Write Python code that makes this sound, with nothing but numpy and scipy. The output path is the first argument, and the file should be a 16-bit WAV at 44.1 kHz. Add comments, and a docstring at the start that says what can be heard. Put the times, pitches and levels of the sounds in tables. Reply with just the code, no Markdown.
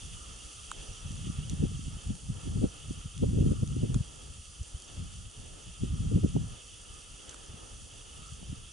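"""Leaking model boiler on a windy river bank.

Wet steam jets from the valve: a thin, fizzing hiss that eases as the pressure falls, with two hollow
resonances, faint water-film squeaks and a few sharp spits. Gusts rumble and eddies thump on the two
microphone ports of a hand-held camera. Underneath: open-air noise, a thin electronic whine, one scuff."""
import sys
import numpy as np
from scipy import signal
from scipy.fft import rfft, irfft
from scipy.io import wavfile
from scipy.ndimage import uniform_filter1d

SR = 44100
rng = np.random.default_rng(int(sys.argv[2]) if len(sys.argv) > 2 else 0)


def wav_record(signal):
    """Record a signal, one row per channel, as 16-bit PCM in the file named by sys.argv[1]."""
    frames = np.transpose(np.atleast_2d(signal))
    bounded = np.clip(frames, -1, 1)
    # unit amplitude maps onto the largest positive 16-bit level
    quanta = np.round(bounded * 32767).astype(np.int16)
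    wavfile.write(sys.argv[1], SR, quanta)


N = 384552
TIME_S = np.arange(N) / SR

# source spectra: (frequency [Hz], relative density [dB])
JET_SPECTRUM = [(3000, -22), (3950, -10), (4500, -0.5), (5000, -1.5), (5350, -3), (5750, 0), (6050, 4.5),
                (6400, -0.5), (6900, 3.5), (7450, -0.5), (8100, -3.5), (8600, 0.5), (9000, -0.5),
                (9600, 4.5), (10100, -3.5), (10650, -6), (11000, -12.5), (12000, -55)]
CAVITY_SPECTRUM = [(1290, -19.5), (2200, -10.5), (2380, -13), (2640, 1), (2990, 1), (3340, 3.5),
                   (3940, -10), (4100, -27.5), (5330, -43), (9020, -120)]
LOW_HOLLOW_SPECTRUM = [(900, -22), (1100, -5), (1220, 7), (1330, 2.5), (1450, -8.5), (1650, -22.5)]
AIR_SPECTRUM = [(100, -12), (200, -0.5), (330, 3.5), (480, 1), (630, -3), (860, -1.5), (1030, -11),
                (1300, -12.5), (1570, -18.5), (1730, -5.5), (1950, -18.5), (2300, -23), (3200, -53)]
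BREEZE_SPECTRUM = [(10, -34), (25, -4.5), (55, 0), (90, -6.5), (150, -15.5), (400, -51)]
RUMBLE_SPECTRUM = [(10, -30), (22, -19), (50, -3), (110, -0.5), (155, -3.5), (230, -25.5), (400, -63)]
FLUTTER_SPECTRUM = [(80, -26), (130, -5.5), (190, 2), (290, -1.5), (450, -8.5), (700, -28), (1100, -42.5),
                    (2000, -56)]
CRACK_SPECTRUM = [(1200, -22), (2400, -6.5), (3400, 3.5), (4800, -10.5), (6200, 3), (7400, 2.5), (9000, -4),
                  (11000, -10), (13000, -31)]
SCUFF_SPECTRUM = [(400, -20), (800, -3), (1700, 12), (2400, -4), (4000, -23)]
# leak at the ports: (frequency [Hz], coherence [0-1], left minus right [dB])
STEAM_STEREO = [(2210, 0.58, -3), (2940, 0.93, -3.5), (3530, 0.68, 0), (3900, 0.6, -1), (4460, 0.67, -2.5),
                (6070, 0.83, -3), (7060, 0.69, -0.5), (8140, 0.8, -10.5), (8930, 0.73, 0.5),
                (8940, 0.1, 6.5), (10300, 0.9, -0.5)]
# air, wind at the ports: (frequency [Hz], coherence [0-1], left minus right [dB], right lead [rad])
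AIR_STEREO = [(300, 0.59, 0, -5), (583, 0.04, -1, 2), (837, 0.62, -2, 3.5), (1000, 0, -5, 1),
              (1240, 0.87, -3, 2.32), (1474, 0, -14, -2), (1780, 0.17, -1, 1.8), (2180, 0.05, 15, 0)]
WIND_STEREO = [(40, .9, 0, 0), (65, .82, .3, .05), (110, .72, .7, .5), (190, .62, .8, 1.25),
               (320, .86, 1.2, 2), (800, .9, -.5, 2.2)]
# valve cavity envelope: (time [s], level [dB])
CAVITY_LEVELS = [(0, -55.0), (1.85, -55.5), (2.3, -59.5), (2.7, -56.5), (3.4, -58), (3.85, -57),
                 (4.55, -60.0), (5.0, -57.5), (5.4, -59.5), (5.9, -57), (6.8, -57.5), (8.72, -58.5)]
# water-film whistles: (pitch [Hz], rate [1/s], relative level [dB])
FILM_SQUEAKS = [(3018, 24, -12.5), (6050, 7, -18)]
# gusts on the ports: (start [s], hold [s], rumble level [dB])
WIND_GUSTS = [(0.033, 0.14, -48), (0.2, 0.26, -52.5), (0.774, 0.28, -51.5), (1.056, .42, -40),
              (1.509, 0.21, -34), (1.74, 0.22, -41), (2.051, 0.098, -40.5), (2.222, 0.18, -43.5),
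              (2.459, .19, -32.5), (2.817, 0.16, -41.5), (3.194, .77, -33), (3.363, .16, -30),
              (4.232, 0.18, -46), (4.977, 0.075, -37.5), (5.097, 0.17, -44.5), (5.377, .16, -47),
              (5.682, 0.025, -44), (5.818, 0.48, -35.5), (6.123, 0.061, -29), (6.356, .08, -33),
              (6.51, .03, -45), (7.5, 0.039, -45), (7.735, 0.17, -51), (8.177, 0.5, -50.5)]
# bursting water plugs: (time [s], relative crack level [dB], knock level [dB], crack decay [ms])
WATER_SPITS = [(0.7153, -30, -26, 1.2), (1.497, -30.5, -67, 1.4), (2.1531, -40, -70, 1.1),
               (3.178, -39, -59, 1.6), (3.6758, -39.5, -70, 1.1), (3.9436, -34.5, -39.5, 2.6),
               (7.293, -39, -56, 4.2), (7.31, -46, -58, 5.3), (7.3435, -40.5, -43.5, 2)]
# single vortices: (time [s], relative peak [dB], centre frequency [Hz])
WIND_EDDIES = [(1.109, -29, 152), (1.271, -25, 210), (1.302, -23, 151), (1.390, -21, 117),
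               (1.535, -22, 182), (1.605, -17, 91), (1.639, -13, 185), (1.794, -28, 153),
               (1.882, -28.5, 165), (2.107, -20.5, 160), (2.302, -20, 132), (2.475, -29.5, 230),
               (2.561, -19.5, 138), (2.642, -11, 220), (2.91, -25.5, 220), (3.059, -28.5, 121),
               (3.234, -13.5, 280), (3.334, -21, 213), (3.373, -17, 120), (3.411, -14.5, 137),
               (3.465, -17.5, 255), (3.633, -19, 197), (3.767, -23.5, 270), (3.837, -16.5, 185),
               (3.902, -24, 182), (3.962, -15.5, 150), (4.01, -20, 111), (4.616, -26.5, 60),
               (4.75, -29, 50), (5.837, -18, 183), (6.006, -19.5, 122), (6.060, -25, 150),
               (6.163, -14, 188), (6.248, -11.5, 179), (6.363, -14.5, 109), (6.365, -18.5, 423),
               (7.544, -35.5, 151), (8.326, -34, 101), (8.43, -36.5, 450), (8.501, -29, 111),
               (8.53, -27.5, 171)]


def undb(db):
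    """Decibels to gain."""
    return 10 ** (np.asarray(db) / 20)


def unit(x):
    """Scale to rms 1."""
    return x / np.sqrt(np.mean(x ** 2))


def bins(table):
    """Value columns of a frequency table at every FFT bin."""
    hz, *columns = np.transpose(table)
    log_hz = np.log(np.maximum(np.arange(N // 2 + 1) * SR / N, 1))
    return [np.interp(log_hz, np.log(hz), column) for column in columns]


def colour(x, spectrum):
    """Filter by a spectrum table; white noise keeps its power."""
    return irfft(rfft(x) * unit(undb(bins(spectrum)[0])), N)


def walk(rate_hz):
    """Random steps, smoothed twice; rms 1."""
    step = max(int(SR / rate_hz), 1)
    held = np.repeat(rng.standard_normal(N // step + 1), step)
    return unit(uniform_filter1d(uniform_filter1d(held, step), step)[:N])


def at_ports(pair, stereo):
    """Mix two unrelated signals to left and right by a stereo table."""
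    coherence, pan_db, *lead_rad = bins(stereo)
    mid, side = rfft(pair) * np.sqrt([1 + coherence, 1 - coherence])
    left = (mid + side) * undb(pan_db / 2)
    right = (mid - side) * undb(-pan_db / 2) * np.exp(1j * sum(lead_rad))
    return irfft(np.array([left, right]), N)


def noise(spectrum, stereo):
    """Coloured stereo noise, rms 1."""
    return unit(colour(at_ports(rng.standard_normal((2, N)), stereo), spectrum))


def even(x, span_s):
    """Level out the slow swells of a stereo noise."""
    power = uniform_filter1d(np.mean(x ** 2, axis=0), int(span_s * SR))
    return x / np.sqrt(power + 1e-12)


def cavity_db():
    """Valve cavity level at every sample."""
    return np.interp(TIME_S, *np.transpose(CAVITY_LEVELS))


def shimmer(x, depth_db=0.5):
    """Jet wobble: neighbouring bands swell and fade independently."""
    centres_hz = np.geomspace(3500, 11000, 7)
    hz = np.arange(N // 2 + 1) * SR / N
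    spectrum = rfft(x)
    bands = [irfft(spectrum * np.interp(hz, centres_hz, share), N) for share in np.eye(len(centres_hz))]
    return sum(band * undb(depth_db * walk(9)) for band in bands)


def jet(fizz_db=-12, droplets_per_s=500, spread_db=6):
    """Steam jet hiss with the fizz of bursting droplets; rms 1."""
    droplets = (rng.random((2, N)) < droplets_per_s / SR) * rng.standard_normal((2, N))
    droplets *= undb(spread_db * np.minimum(rng.exponential(size=(2, N)), 4))
    fizz = unit(colour(at_ports(droplets, STEAM_STEREO), JET_SPECTRUM))
    return unit(shimmer(noise(JET_SPECTRUM, STEAM_STEREO) + undb(fizz_db) * fizz))


def squeaks(length_s=0.022, scatter=0.0563, glide=0.027):
    """Short whistles as the water film in the valve thins and breaks."""
    t = np.arange(int(length_s * SR)) / SR
    out = np.zeros(N)
    for hz, per_s, db in FILM_SQUEAKS:
        train = np.zeros(N + len(t))
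        for when, detune, slide, size in rng.random((int(per_s * N / SR) + 1, 4)):
            pitch_hz = hz * (1 + scatter * (2 * detune - 1))
            phase = 2 * np.pi * pitch_hz * (t + glide * (slide - 0.5) * t ** 2 / length_s)
            start = int(when * N)
            train[start:start + len(t)] += size * np.hanning(len(t)) * np.sin(phase)
        out += undb(db) * unit(train[:N])
    return at_ports(np.array([out, np.zeros(N)]), STEAM_STEREO)


def steam(settled_db=-54.2, excess_db=4, pressure_decay_s=1.97, flicker_db=0.5, sputter_db=1.32):
    """Valve leak: the jet eases with boiler pressure; the cavity sputters and squeaks."""
    hiss = jet()
    hollow = noise(CAVITY_SPECTRUM, STEAM_STEREO) * undb(0.3 + sputter_db * walk(45))
    hiss_db = settled_db + excess_db * np.exp(-TIME_S / pressure_decay_s) + flicker_db * walk(25)
    return hiss * undb(hiss_db) + (hollow + squeaks()) * undb(cavity_db())


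def low_hollow(offset_db=-4.5, swell_db=2):
    """The steam leak's lower hollow resonance, swelling with the valve cavity."""
    resonance = noise(LOW_HOLLOW_SPECTRUM, AIR_STEREO)
    return resonance * undb(cavity_db() + offset_db + swell_db * walk(14))


def open_air(start_db=-58.5, fall_db_per_s=0.3, waver_db=2.43):
    """Diffuse river-bank noise, slowly fading."""
    air_db = start_db - fall_db_per_s * TIME_S
    return noise(AIR_SPECTRUM, AIR_STEREO) * undb(air_db + waver_db * walk(9))


def whine(tone_hz=9750, tone_db=-71.5, tick_hz=50, buzz_db=-67, ring_hz=9500, width_hz=500):
    """Camera electronics: a thin tone and a tick train ringing near it."""
    ticks = np.zeros(N)
    ticks[::int(SR / tick_hz)] = 1
    resonance = signal.iirpeak(ring_hz, ring_hz / width_hz, fs=SR)
    buzz = unit(signal.lfilter(*resonance, ticks))
    tone = unit(np.sin(2 * np.pi * tone_hz * TIME_S))
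    return undb(tone_db) * tone + undb(buzz_db) * buzz


def gust_power(lull_db=-54.5, rise_s=0.023, fall_s=0.03, trail_db=-11.5, trail_s=0.15):
    """Gusts rise over a lull, hold and drop, trailed by slack air."""
    power = undb(lull_db) ** 2
    for start_s, hold_s, db in WIND_GUSTS:
        before_s = np.clip(start_s - TIME_S, 0, 1)
        after_s = np.clip(TIME_S - start_s - hold_s, 0, 2)
        fall = np.maximum(np.exp(-after_s / fall_s), undb(trail_db) * np.exp(-after_s / trail_s))
        power += (undb(db) * np.exp(-before_s / rise_s) * fall) ** 2
    return power


def wind_levels_db(strong_db=-33, flutter_db=-40, slope=1.34, wake_db=-13, wake_s=0.014, split_hz=215):
    """Low and high wind envelopes: flutter grows faster than rumble; each eddy adds a short wake."""
    low_power = gust_power()
    high_power = undb(flutter_db + slope * (10 * np.log10(low_power) - strong_db)) ** 2
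    offsets = np.arange(-SR // 10, SR // 10)
    for at_s, db, hz in WIND_EDDIES:
        wake = undb(db + wake_db) ** 2 * np.exp(-(offsets / SR / wake_s) ** 2)
        high_share = 1 / (1 + (split_hz / hz) ** 4)
        span = int(at_s * SR) + offsets
        low_power[span] += (1 - high_share) * wake
        high_power[span] += high_share * wake
    return 10 * np.log10(low_power), 10 * np.log10(high_power)


def wind(gust_knee_db=-42, hard_knee_db=-35, knee_width_db=4, ragged_db=4,
         soft_hz=220, soft_db=-3, puff_db=3):
    """Turbulence on the ports: harder gusts have smaller eddies and reach higher."""
    low_db, high_db = wind_levels_db()
    # a breeze throbs, a gust rumbles an octave higher
    gust_share = 1 / (1 + np.exp((gust_knee_db - low_db) / knee_width_db))
    breeze = even(noise(BREEZE_SPECTRUM, WIND_STEREO), span_s=0.136)
    rumble = even(noise(RUMBLE_SPECTRUM, WIND_STEREO), span_s=0.089)
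    lows = np.sqrt(gust_share) * rumble + np.sqrt(1 - gust_share) * breeze
    # flutter keeps its top only in hard, ragged flaps
    force = 1 / (0.5 + np.exp((hard_knee_db - high_db + ragged_db * walk(110)) / knee_width_db))
    hard = even(noise(FLUTTER_SPECTRUM, WIND_STEREO), span_s=0.069)
    lowpass = signal.butter(2, soft_hz, fs=SR, output="sos")
    soft = unit(signal.sosfiltfilt(lowpass, hard)) * undb(soft_db)
    flutter = force * hard + (1 - force) * soft
    # weak wind arrives in puffs
    puffs = undb(puff_db * (1 - force) * walk(35))
    return puffs * (lows * undb(low_db) + flutter * undb(high_db + 0.5))


def spits(knock_hz=1230, knock_s=0.0016, overtone_gain=0.14, overtone_ratio=2.66):
    """Water plugs burst at the valve: a bright crack, some with a dead two-cycle knock."""
    t = np.arange(SR // 20) / SR
    phase = 2 * np.pi * knock_hz * t
    partials = np.sin(phase) + overtone_gain * np.sin(overtone_ratio * phase)
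    knock = -partials * np.exp(-np.pi * (t / knock_s - 1) ** 2)
    cracks, knocks = np.zeros((2, N)), np.zeros(N)
    for at_s, crack_db, knock_db, decay_ms in WATER_SPITS:
        span = slice(int(at_s * SR), int(at_s * SR) + len(t))
        spray = np.sign(rng.standard_normal((2, len(t))))
        cracks[:, span] += undb(crack_db) * np.exp(-t * 1000 / decay_ms) * spray
        knocks[span] += undb(knock_db) * knock
    return colour(at_ports(cracks, STEAM_STEREO), CRACK_SPECTRUM) / np.sqrt(2) + knocks


def eddies(gain_db=-1, crossing_s=0.0009):
    """Each tight vortex gives one pressure swing, right port first."""
    out = np.zeros((2, N))
    offsets = np.arange(-SR // 40, SR // 40)
    t = offsets / SR + np.array([[-crossing_s], [crossing_s]]) / 2
    for at_s, db, hz in WIND_EDDIES:
        phase_squared = (np.pi * hz * t) ** 2
        swing = (1 - 2 * phase_squared) * np.exp(-phase_squared)
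        out[:, int(at_s * SR) + offsets] += undb(db + gain_db) * swing
    return out


def scuff(at_s=7.33, half_width_s=0.071, level_db=-61, grain_db=3):
    """One soft, grainy midrange scuff."""
    swell = np.exp(-((TIME_S - at_s) / half_width_s) ** 2)
    return noise(SCUFF_SPECTRUM, AIR_STEREO) * swell * undb(level_db + grain_db * walk(200))


def scene():
    """Boiler, bank, wind and whine, in stereo."""
    return steam() + spits() + scuff() + wind() + eddies() + open_air() + low_hollow() + whine()


def record(dry):
    """The camera's steep treble cut."""
    cutoff_hz = 11060
    return signal.sosfilt(signal.ellip(12, 0.1, 80, cutoff_hz, fs=SR, output="sos"), dry)


dry = scene()
out = record(dry)
wav_record(out)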